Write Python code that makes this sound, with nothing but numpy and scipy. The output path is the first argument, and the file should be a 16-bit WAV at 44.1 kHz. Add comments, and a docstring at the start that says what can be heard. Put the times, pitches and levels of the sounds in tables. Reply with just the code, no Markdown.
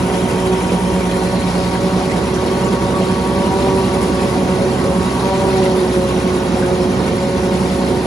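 """In a standing corn field, heard from a tractor driving alongside a forage harvester, by a microphone pair.
From the start the knife drum and six-cylinder engine drone as harmonics; shaped noise is roar, chop and hiss.
Leaves rustle, stalks splinter and cobs crack as short ringing bursts; bunches crunch in the feed rollers.
From about 2 s the engine gains speed; near 3.6 and 5.4 s the drum races briefly, then runs slower from 6 s."""
import sys
import numpy as np
from scipy import signal
from scipy.fft import rfft, irfft, next_fast_len
from scipy.io import wavfile
from scipy.ndimage import uniform_filter1d, map_coordinates

SR = 44100
rng = np.random.default_rng(int(sys.argv[2]) if len(sys.argv) > 2 else 0)


def pcm_store(signal):
    """Save signal as 16-bit PCM."""
    levels = np.round(np.clip(np.atleast_2d(signal), -1, 1) * 32767)
    wavfile.write(sys.argv[1], SR, levels.astype(np.int16).T)


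N = 355443


def amp(db):
    """Decibels to gain."""
    return 10 ** (np.asarray(db) / 20)


def unit(x):
    """Scale to rms 1."""
    return x / np.sqrt(np.mean(x ** 2) + 1e-20)


def along(points, hz):
    """Read (frequency, value) points on a log frequency axis."""
    f, v = np.transpose(points)
    return np.interp(np.log(hz + 1), np.log(f + 1), v)


def curves(rows):
    """One value per sample for each column after the time."""
    s, *cols = np.transpose(rows)
    return [np.interp(np.arange(N) / SR, s, c) for c in cols]


def wobble(rate):
    """A smooth random curve through `rate` knots a second."""
    knots = rng.standard_normal(4096)
    return map_coordinates(knots, [np.arange(N) * rate / SR], mode="wrap")


def hump(x, centre, width):
    """A bell-shaped band, 1 at its centre; width is its standard deviation."""
    return np.exp(-.5 * ((x - centre) / width) ** 2)


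def filtered(x, response):
    """Multiply the spectrum of x by a response of frequency."""
    m = next_fast_len(N + SR // 2)
    return irfft(rfft(x, m) * response(np.fft.rfftfreq(m, 1 / SR)), m)[..., :N]


def panned(x, left_db):
    """Make the left microphone louder than the right by left_db."""
    return x * amp(np.array([[left_db], [-left_db]]) / 2)


def patchy(depth_db):
    """Two noises with shared patches of random gain in time and frequency."""
    z = signal.stft(rng.standard_normal((2, N)), nperseg=512)[2]
    field = rng.standard_normal(z.shape[1:])
    field = uniform_filter1d(field, size=4, axis=0)
    field = uniform_filter1d(field, size=8, axis=1)
    return signal.istft(z * amp(depth_db * unit(field)), nperseg=512)[1][:, :N]


def snaps(per_second, scatter_db, life):
    """Tiny fractures at random times, each a noise burst whose power decays over `life` seconds."""
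    hit = rng.random(N) < per_second / SR
    size = amp(scatter_db * np.clip(rng.standard_normal(N), -2, 2))
    power = signal.lfilter([1], [1, -np.exp(-1 / (abs(life) * SR))], hit * size ** 2)
    return unit(np.sqrt(np.abs(power)) * rng.standard_normal((2, N)))


def tone(angle, db, flutter_db, flutter_rate):
    """One harmonic whose strength flutters; it dips further than it swells."""
    swell = unit(amp(flutter_db * np.minimum(wobble(flutter_rate), 1)))
    return np.sqrt(2) * amp(db) * swell * np.sin(angle + 2 * np.pi * rng.random())


# likeness of a wide source at the microphone pair: (frequency [Hz], left-right correlation [0-1])
PAIR_LIKENESS = [(60, .99), (300, .97), (700, .75), (1100, .62), (1600, .3), (2300, .25), (2900, .4),
                 (3600, .3), (4500, .55), (6500, .7), (9000, .9), (15000, .85)]


def spread(pair, spectrum):
    """Colour two unrelated signals and mix them as a wide source reaches the microphone pair."""
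    def mix(hz):
        turn = np.arccos(np.clip(along(PAIR_LIKENESS, hz), -1, 1)) / 2
        return amp(along(spectrum, hz)) * np.array([np.cos(turn), np.sin(turn)])
    mid, side = filtered(pair, mix)
    return unit(np.array([mid + side, mid - side]))


# the harvester's flank draws level with the microphones, then moves off: (time [s], level [dB])
FLANK_VIEW = [(0, -1), (1.85, 0), (2.4, 1.05), (3.3, 0.5), (5.2, 1.5), (6, 0), (8.06, -1)]


def flank_level():
    """How openly the microphones face the harvester's flank, in dB."""
    return curves(FLANK_VIEW)[0]


# thick wads of crop that load the drum: (start [s], time at full load [s], load [0-1])
CROP_WADS = [(.3, 0.087, 0.06), (1.95, 0.078, 0.37), (3.45, 0.26, 0.5), (4.249, 0.35, 0.6),
             (5.25, 0.21, 0.8), (6.45, 0.16, 0.6)]


def wad_load():
    """Load on the drum: each wad is drawn in, holds and clears."""
    t = np.arange(N) / SR
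    attack_s, release_s = 0.047, 0.71
    load = np.zeros(N)
    for start, hold, peak in CROP_WADS:
        corners = start + np.cumsum([0, attack_s, hold, release_s])
        load += peak * np.interp(t, corners, [0, 1, 1, 0])
    return load


# flow of crop into the header: (time [s], level of its leaf rustle [dB], used relative to its mean)
HEADER_FLOW = [(0, -43), (2.3, -45.5), (3.3, -45.5), (4.05, -44), (4.8, -46), (5.1, -44), (6.1, -45.5),
               (7.1, -47), (7.7, -44.5), (8.06, -46.5)]


def crop_db(average_db, per_flow_db, load_db):
    """Level of a crop noise: average, dB per dB of flow, and dB added at full drum load."""
    flow_db = curves(HEADER_FLOW)[0]
    return average_db + per_flow_db * (flow_db - flow_db.mean()) + load_db * wad_load()


def feed_surge():
    """Bunches of stalks pass through all stages, several a second."""
    return unit(filtered(wobble(34), lambda hz: hz / (hz + 6)))


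# mean speed of the knife drum: (time [s], knife cuts per second [Hz])
KNIFE_SPEED = [(0, 186.0), (0.28, 186.3), (0.65, 188.5), (1, 185.7), (1.9, 188.1), (2.25, 186.0),
               (2.6, 187.2), (3.2, 187.6), (3.65, 191.7), (4.05, 188.1), (4.6, 185.3), (4.95, 185.3),
               (5.25, 190.3), (5.48, 190.7), (5.7, 186.2), (5.98, 182.8), (6.3, 184.3), (6.78, 181.5),
               (7.05, 184.6), (8.06, 184.5)]


def drum_angle():
    """Phase of the knife passes; uneven crop makes the drum waver."""
    cuts = curves(KNIFE_SPEED)[0] + .55 * wobble(25)
    return 2 * np.pi * np.cumsum(cuts) / SR + .03 * wobble(90)


# main harmonics, before panning: (multiple of cut rate, level at cruise [dB],
# change per extra cut a second [dB], change at full load [dB], change per dB of flank view [dB])
MAIN_HARMONICS = [(1, -30, 0, 0, 0.5), (4, -36.5, 0.75, 8.5, -2.5), (5, -32.5, 1.5, -1, 0),
                  (6, -36.5, .5, -10.5, 4.5)]
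# roughness from uneven cuts, in the same order: (phase blur [rad], flutter [dB],
# flutter knots per second [Hz], gain of the sidebands)
MAIN_ROUGHNESS = [(0, 2.5, 8, .3), (.2, 4, 24, 1.1), (.15, 3.5, 28, 1), (.2, 4, 24, .9)]
# lines from ten unequal knives and a slower feed pulse: (offset [multiples of cut rate], level [dB])
KNIFE_SIDEBANDS = [(-.1, -14), (-.039, -14), (.039, -9), (.1, -10)]
# second harmonic, the drum's hum, before panning: (time [s], level [dB])
HUM_LEVEL = [(0, -23), (.33, -28.5), (.5, -19.5), (.8, -29), (1.05, -23), (1.48, -31), (1.72, -25.5),
             (2.55, -24), (2.75, -28.5), (3.05, -23), (3.48, -25), (3.68, -19.5), (4.15, -23.5), (4.5, -22),
             (5.2, -25), (5.56, -17), (5.88, -17.3), (6.03, -22.5), (6.27, -20.5), (6.45, -25.5),
             (6.78, -20.3), (7.05, -25), (7.55, -23.5), (7.7, -28), (8.06, -23.5)]
# third harmonic, before panning: (time [s], level [dB])
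THIRD_LEVEL = [(0, -28), (.3, -31), (1, -28.5), (1.5, -30.5), (1.85, -27), (2.3, -30), (2.8, -28),
               (3.2, -31), (3.65, -26), (4.1, -26.5), (4.5, -23.5), (4.95, -25), (5.2, -31), (5.37, -22),
               (5.52, -27), (5.65, -25), (5.82, -29), (6, -23.5), (6.5, -28), (7.1, -24.5), (7.7, -28),
               (8.06, -27)]
# steady harmonics, before panning: (multiple of cut rate, level [dB])
STEADY_HARMONICS = [(7, -44.5), (8, -46), (10, -61.5), (12, -52)]


def drum(angle):
    """Knives pass the shear bar; speed, load and the view of the flank set the harmonics."""
    cruise_cuts_per_s = 187
    overspeed = curves(KNIFE_SPEED)[0] - cruise_cuts_per_s
    load, flank = wad_load(), flank_level()
    tones = []
    for harmonic, roughness in zip(MAIN_HARMONICS, MAIN_ROUGHNESS):
        k, db, speed_db, load_db, flank_share = harmonic
        blur, flutter_db, flutter_rate, stutter = roughness
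        phase = k * angle + blur * wobble(2 * flutter_rate)
        level_db = db + speed_db * overspeed + load_db * load + flank_share * flank
        level_db += 1.3 * np.minimum(wobble(7), 1)  # each harmonic swells and fades on its own
        sides = np.zeros(N)
        for offset, side_db in KNIFE_SIDEBANDS:
            sides += amp(side_db) * np.sin(phase + offset * angle + 2 * np.pi * rng.random())
        line = tone(phase, level_db, flutter_db, flutter_rate)
        tones.append(line + stutter * np.sqrt(2) * amp(level_db) * sides)
    # the fundamental lies close to the engine's third firing harmonic, and the two beat
    first, *upper = tones
    second = tone(2 * angle, curves(HUM_LEVEL)[0], flutter_db=2.2, flutter_rate=18)
    third_phase = 3 * angle + .2 * wobble(24)
    third = tone(third_phase, curves(THIRD_LEVEL)[0], flutter_db=4.5, flutter_rate=22)
    high = third + sum(upper)
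    for k, db in STEADY_HARMONICS:
        high += tone(k * angle + 0.33 * wobble(60), db, flutter_db=6.0, flutter_rate=18)
    return panned(first + second, left_db=-2.5) + panned(high, left_db=2.5)


# mean engine speed: (time [s], firings per second [Hz])
FIRING_RATE = [(0, 59.9), (.25, 60.2), (.75, 59.3), (1.6, 59.5), (1.85, 60.1), (2.1, 61.7), (2.4, 62.6),
               (2.8, 63.4), (3.8, 64.4), (4.4, 64.55), (5.25, 64.9), (5.6, 65.9), (5.9, 66.2), (6.4, 65.55),
               (8.06, 65.5)]
# engine orders, before exhaust lift, overall gain and panning:
# (multiple of the six-firing cycle, level [dB], change while lugging [dB])
CYCLE_ORDERS = [(6, -31.7, -1), (9, -38, -2), (12, -31.3, -2), (15, -38.5, -5), (16, -35, -5),
                (17, -34, -4.5), (18, -30, 0), (19, -33.5, 2), (20, -33.5, -2.5), (21, -33.5, -6),
                (22, -37, -7), (23, -40, 3), (24, -30.5, -6), (26, -45, 10), (32, -35.5, -10), (38, -42, 0)]
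# mean throb of the strongest cylinder: (time [s], level added to its orders [dB])
THROB_LEVEL = [(0, .5), (.3, -2), (.55, -1.5), (.74, 2.8), (1, 1), (1.2, -2), (1.55, 2.2), (1.72, .3),
               (1.95, 1.8), (2.2, -1.5), (3, .3), (5.2, .3), (5.6, -1), (6.2, 0), (8.06, .5)]


def engine():
    """Six unequal cylinders give lines at cycle multiples; the strongest thumps the exhaust each cycle."""
    cylinders, strong_firing_s, throb_orders = 6, .05, (17, 18, 19)
    exhaust_hz, exhaust_width_hz, exhaust_lift_db = 180, 6.5, 7
    firings = curves(FIRING_RATE)[0] + 0.11 * wobble(6)
    cycle_hz = firings / cylinders
    cycle = 2 * np.pi * (np.cumsum(cycle_hz) / SR - strong_firing_s * cycle_hz[0])
    lugging = np.interp(firings, (60.5, 62), [1, 0])  # fades out between these firing rates
    throb_db = curves(THROB_LEVEL)[0] + .6 * wobble(14)
    hum = np.zeros(N)
    for k, db, lug_db in CYCLE_ORDERS:
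        # the exhaust's resonance lifts each order passing through
        lift_db = exhaust_lift_db * hump(k * cycle_hz, exhaust_hz, exhaust_width_hz)
        level_db = db + lug_db * lugging + lift_db
        if k in throb_orders:
            hum += np.sqrt(2) * amp(level_db + throb_db) * np.cos(k * cycle)
        else:
            hum += tone(k * cycle, level_db, flutter_db=1.5, flutter_rate=5.8)
    return panned(amp(.4) * hum, left_db=-2.0)


# machine body: (frequency [Hz], relative level per Hz [dB])
ROAR_SPECTRUM = [(25, -30), (42, -16.5), (58, -16), (76, -0.5), (100, -2), (150, -2), (200, -1.5), (232, 0),
                 (270, -2), (310, -1), (420, -1), (640, -8), (830, -10), (1000, -11), (1300, -16.5),
                 (2000, -23.5), (4000, -62)]


def roar():
    """The feed makes the machine body roar: low patchy noise that throbs with the uneven feed."""
    level_db = crop_db(average_db=-20.5, per_flow_db=-0.067, load_db=0.77)
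    level_db += 0.42 * flank_level() + .7 * wobble(17)
    return panned(amp(level_db) * spread(patchy(depth_db=1.23), ROAR_SPECTRUM), left_db=-4.5)


# chopping noise: (frequency [Hz], relative level per Hz [dB])
CHOP_SPECTRUM = [(400, -37), (700, -2), (1000, 2), (1240, -6.5), (1480, -1), (1720, -14), (1950, -5),
                 (2600, -10), (3500, -23), (8000, -39)]


def chop(angle, surge):
    """Noise that swells at every knife cut."""
    cuts = amp(2.9 * np.cos(angle))
    level_db = crop_db(average_db=-32.5, per_flow_db=0.75, load_db=0.7) + 1.3 * surge
    return panned(amp(level_db) * spread(cuts * patchy(depth_db=1.0), CHOP_SPECTRUM), left_db=2.5)


# hiss of the spout: (frequency [Hz], relative level per Hz [dB])
SPOUT_SPECTRUM = [(1200, -58), (2400, -1.5), (3200, -0.5), (4200, -1), (5700, -5.5), (6400, -5),
                  (8000, -17.5), (12000, -49)]
# treble of the spout: (time [s], gain at the band's centre [dB])
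SPOUT_TREBLE = [(0, -5), (.92, -2.5), (1.3, 0.5), (1.9, 1.5), (2.6, 0.2), (3.5, 1), (4, 1), (4.9, -1),
                (5.5, 1.5), (6, -0.5), (8.06, 1.5)]


def spout(surge):
    """Chopped crop hisses through the spout as noise and short snaps, with a changing treble."""
    stalks = patchy(depth_db=1.8) + .5 * snaps(per_second=260, scatter_db=3, life=.0025)
    level_db = crop_db(average_db=-35.5, per_flow_db=0.43, load_db=0.49) + 0.44 * surge
    hiss = amp(level_db) * spread(stalks, SPOUT_SPECTRUM)
    treble = filtered(hiss, lambda hz: hump(hz, 4600, 700))
    hiss += (amp(curves(SPOUT_TREBLE)[0]) - 1) * treble
    return panned(hiss, left_db=2.0)


# tearing leaves: (frequency [Hz], relative level per Hz [dB])
LEAF_SPECTRUM = [(4500, -20), (6500, -8), (7200, -1.5), (8700, 0), (10700, 0), (11300, -5), (12200, -14),
                 (13000, -18), (15800, -18)]


def leaves(surge):
    """Tearing leaves rustle in the header: smooth noise with a grain of snaps."""
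    shreds = patchy(depth_db=2.5) + 0.68 * snaps(per_second=530, scatter_db=3.5, life=0.0025)
    level_db = crop_db(average_db=-37.5, per_flow_db=0.93, load_db=.1) + 1.0 * surge
    return amp(level_db) * spread(shreds, LEAF_SPECTRUM)


def crop(angle):
    """Roar, chopping, spout hiss and leaf rustle, the last three sharing the surges of the feed."""
    surge = feed_surge()
    return roar() + chop(angle, surge) + spout(surge) + leaves(surge)


def splinters():
    """Stalks splinter in clumps; each snap has its own pitch, life, size and side."""
    per_second, low_hz, high_hz = 750, 1750, 6000
    range_db, middle_t60_s, rise_s = 12, .035, 0.0022
    clumps = unit(amp(4 * np.minimum(wobble(14), 1)))
    starts = np.flatnonzero(rng.random(N) < clumps * per_second / SR)
    pitch, life, size, side, phase = rng.random((len(starts), 5)).T[..., None]
    t = np.arange(SR // 20) / SR
    angle = 2 * np.pi * low_hz * (high_hz / low_hz) ** pitch * t
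    t60 = middle_t60_s * 2 ** (2 * life - 1)
    decay = (1 - np.exp(-t / rise_s)) * amp(-range_db * size - 5 * pitch - 60 * t / t60)
    left = np.sqrt(side) * np.sin(angle)
    right = np.sqrt(1 - side) * np.sin(angle + np.pi * (phase - .5))
    where = (starts[:, None] + np.arange(len(t))).ravel()
    pair = np.array([np.bincount(where, (decay * p).ravel(), N)[:N] for p in (left, right)])
    return amp(crop_db(average_db=-38.5, per_flow_db=.4, load_db=1)) * unit(pair)


# resonances of the header's sheet-metal panels: (frequency [Hz], lift [dB])
PANEL_RESONANCES = [(1860, 2), (2260, 1.5), (2800, 2.5), (3170, 3), (3850, 1.5), (4200, 2.5), (4730, 1),
                    (5250, 3), (5880, 3.5)]


def sheet_metal(x):
    """The header's panels lift narrow bands of the crop noises and splinters."""
    def lift(hz):
        return amp(sum(db * hump(hz, centre, 85) for centre, db in PANEL_RESONANCES))
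    return filtered(x, lift)


def whine():
    """A faint, thin whistle from the running machinery."""
    hz = 10640 + 16 * wobble(30)
    return tone(2 * np.pi * np.cumsum(hz) / SR, -57.5, flutter_db=4, flutter_rate=5)


# bunches of stalks crushed in the feed rollers:
# (time of middle [s], bell width in time [s], level [dB], pitch [Hz], bell width in pitch [Hz])
ROLLER_CRUNCHES = [(.55, .4, -42, 3150, 150), (1.33, .07, -38.5, 4200, 220), (1.65, .15, -42, 4400, 450),
                   (5.25, .06, -41, 4000, 800), (5.54, .04, -39, 4300, 1100),
                   (5.66, .04, -34.5, 3600, 1400), (6.66, .04, -40, 2300, 900)]


def crunches():
    """A bunch of stalks is crushed: a swell of dense crackle."""
    t = np.arange(N) / SR
    grit = snaps(per_second=500, scatter_db=3, life=.003)
    out = np.zeros((2, N))
    for s, spread_s, db, hz, width_hz in ROLLER_CRUNCHES:
        crackle = unit(filtered(grit, lambda f: hump(f, hz, width_hz)))
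        out += amp(db) * hump(t, s, spread_s) * crackle
    return out


# cobs and thick stalks cracking in the header:
# (time [s], peak level [dB], pitch [Hz], time for the burst to fall 60 dB [s])
COB_CRACKS = [(0.135, -27, 3000, 0.22), (0.5282, -27, 1960, .06), (.69, -26, 2300, .12),
              (1.01, -23, 2280, .12), (1.11, -27, 3200, .14), (1.751, -22, 1600, .12),
              (2.0962, -17, 2060, 0.11), (2.34, -25, 5850, .16), (2.3702, -24, 1570, .12),
              (2.645, -26, 7100, 0.17), (3.7963, -29, 1560, .07), (4.3007, -27, 1970, .07),
              (4.7847, -25, 1960, .07), (5.1934, -25, 3940, .12), (5.57, -26, 4100, .16),
              (5.621, -26, 2870, 0.24), (5.6561, -21, 2000, .09), (6.6229, -21, 1560, 0.13),
              (7.0762, -25, 2200, .08)]


def cobs():
    """Each crack is a short burst ringing in the header's sheet metal."""
    t = np.arange(SR // 5) / SR
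    out = np.zeros((2, N + len(t)))
    for s, db, hz, t60 in COB_CRACKS:
        burst = rng.standard_normal((2, len(t))) * amp(-60 * t / t60)
        panel = signal.iirpeak(hz, 8, SR)
        crack = signal.lfilter(*panel, signal.lfilter(*panel, burst))
        start = round(s * SR)
        out[:, start:start + len(t)] += amp(db) * crack / np.abs(crack).max()
    return out[:, :N]


# phase between the microphones, before the treble lag: (frequency [Hz], lead of the left [rad])
LEFT_LEAD = [(50, 0), (200, .1), (450, .35), (700, .4), (1150, .9), (1400, 2), (1850, -1), (2400, 0),
             (2900, 2.2), (3800, 0)]


def scene():
    """All sources, with the phase shifts between the two microphone ports."""
    angle = drum_angle()
    sound = drum(angle) + engine() + sheet_metal(crop(angle) + splinters())
    sound += whine() + cobs() + crunches()
    # the highest rustle comes from the header on the right, so this treble reaches the left port late
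    port_lag_s, lag_from_hz = .00027, 6550

    def port_phase(hz):
        lead = along(LEFT_LEAD, hz) - 2 * np.pi * port_lag_s * np.maximum(hz - lag_from_hz, 0)
        return np.exp(.5j * np.array([[1], [-1]]) * lead)
    return filtered(sound, port_phase)


def record(dry):
    """The recorder rounds off the rare highest peaks and keeps nothing above its band limit."""
    top_hz = 15800
    rounded = dry / (1 + np.abs(dry / .92) ** 8) ** (1 / 8)
    return filtered(rounded, lambda hz: hz < top_hz)


dry = scene()
out = record(dry)
pcm_store(out)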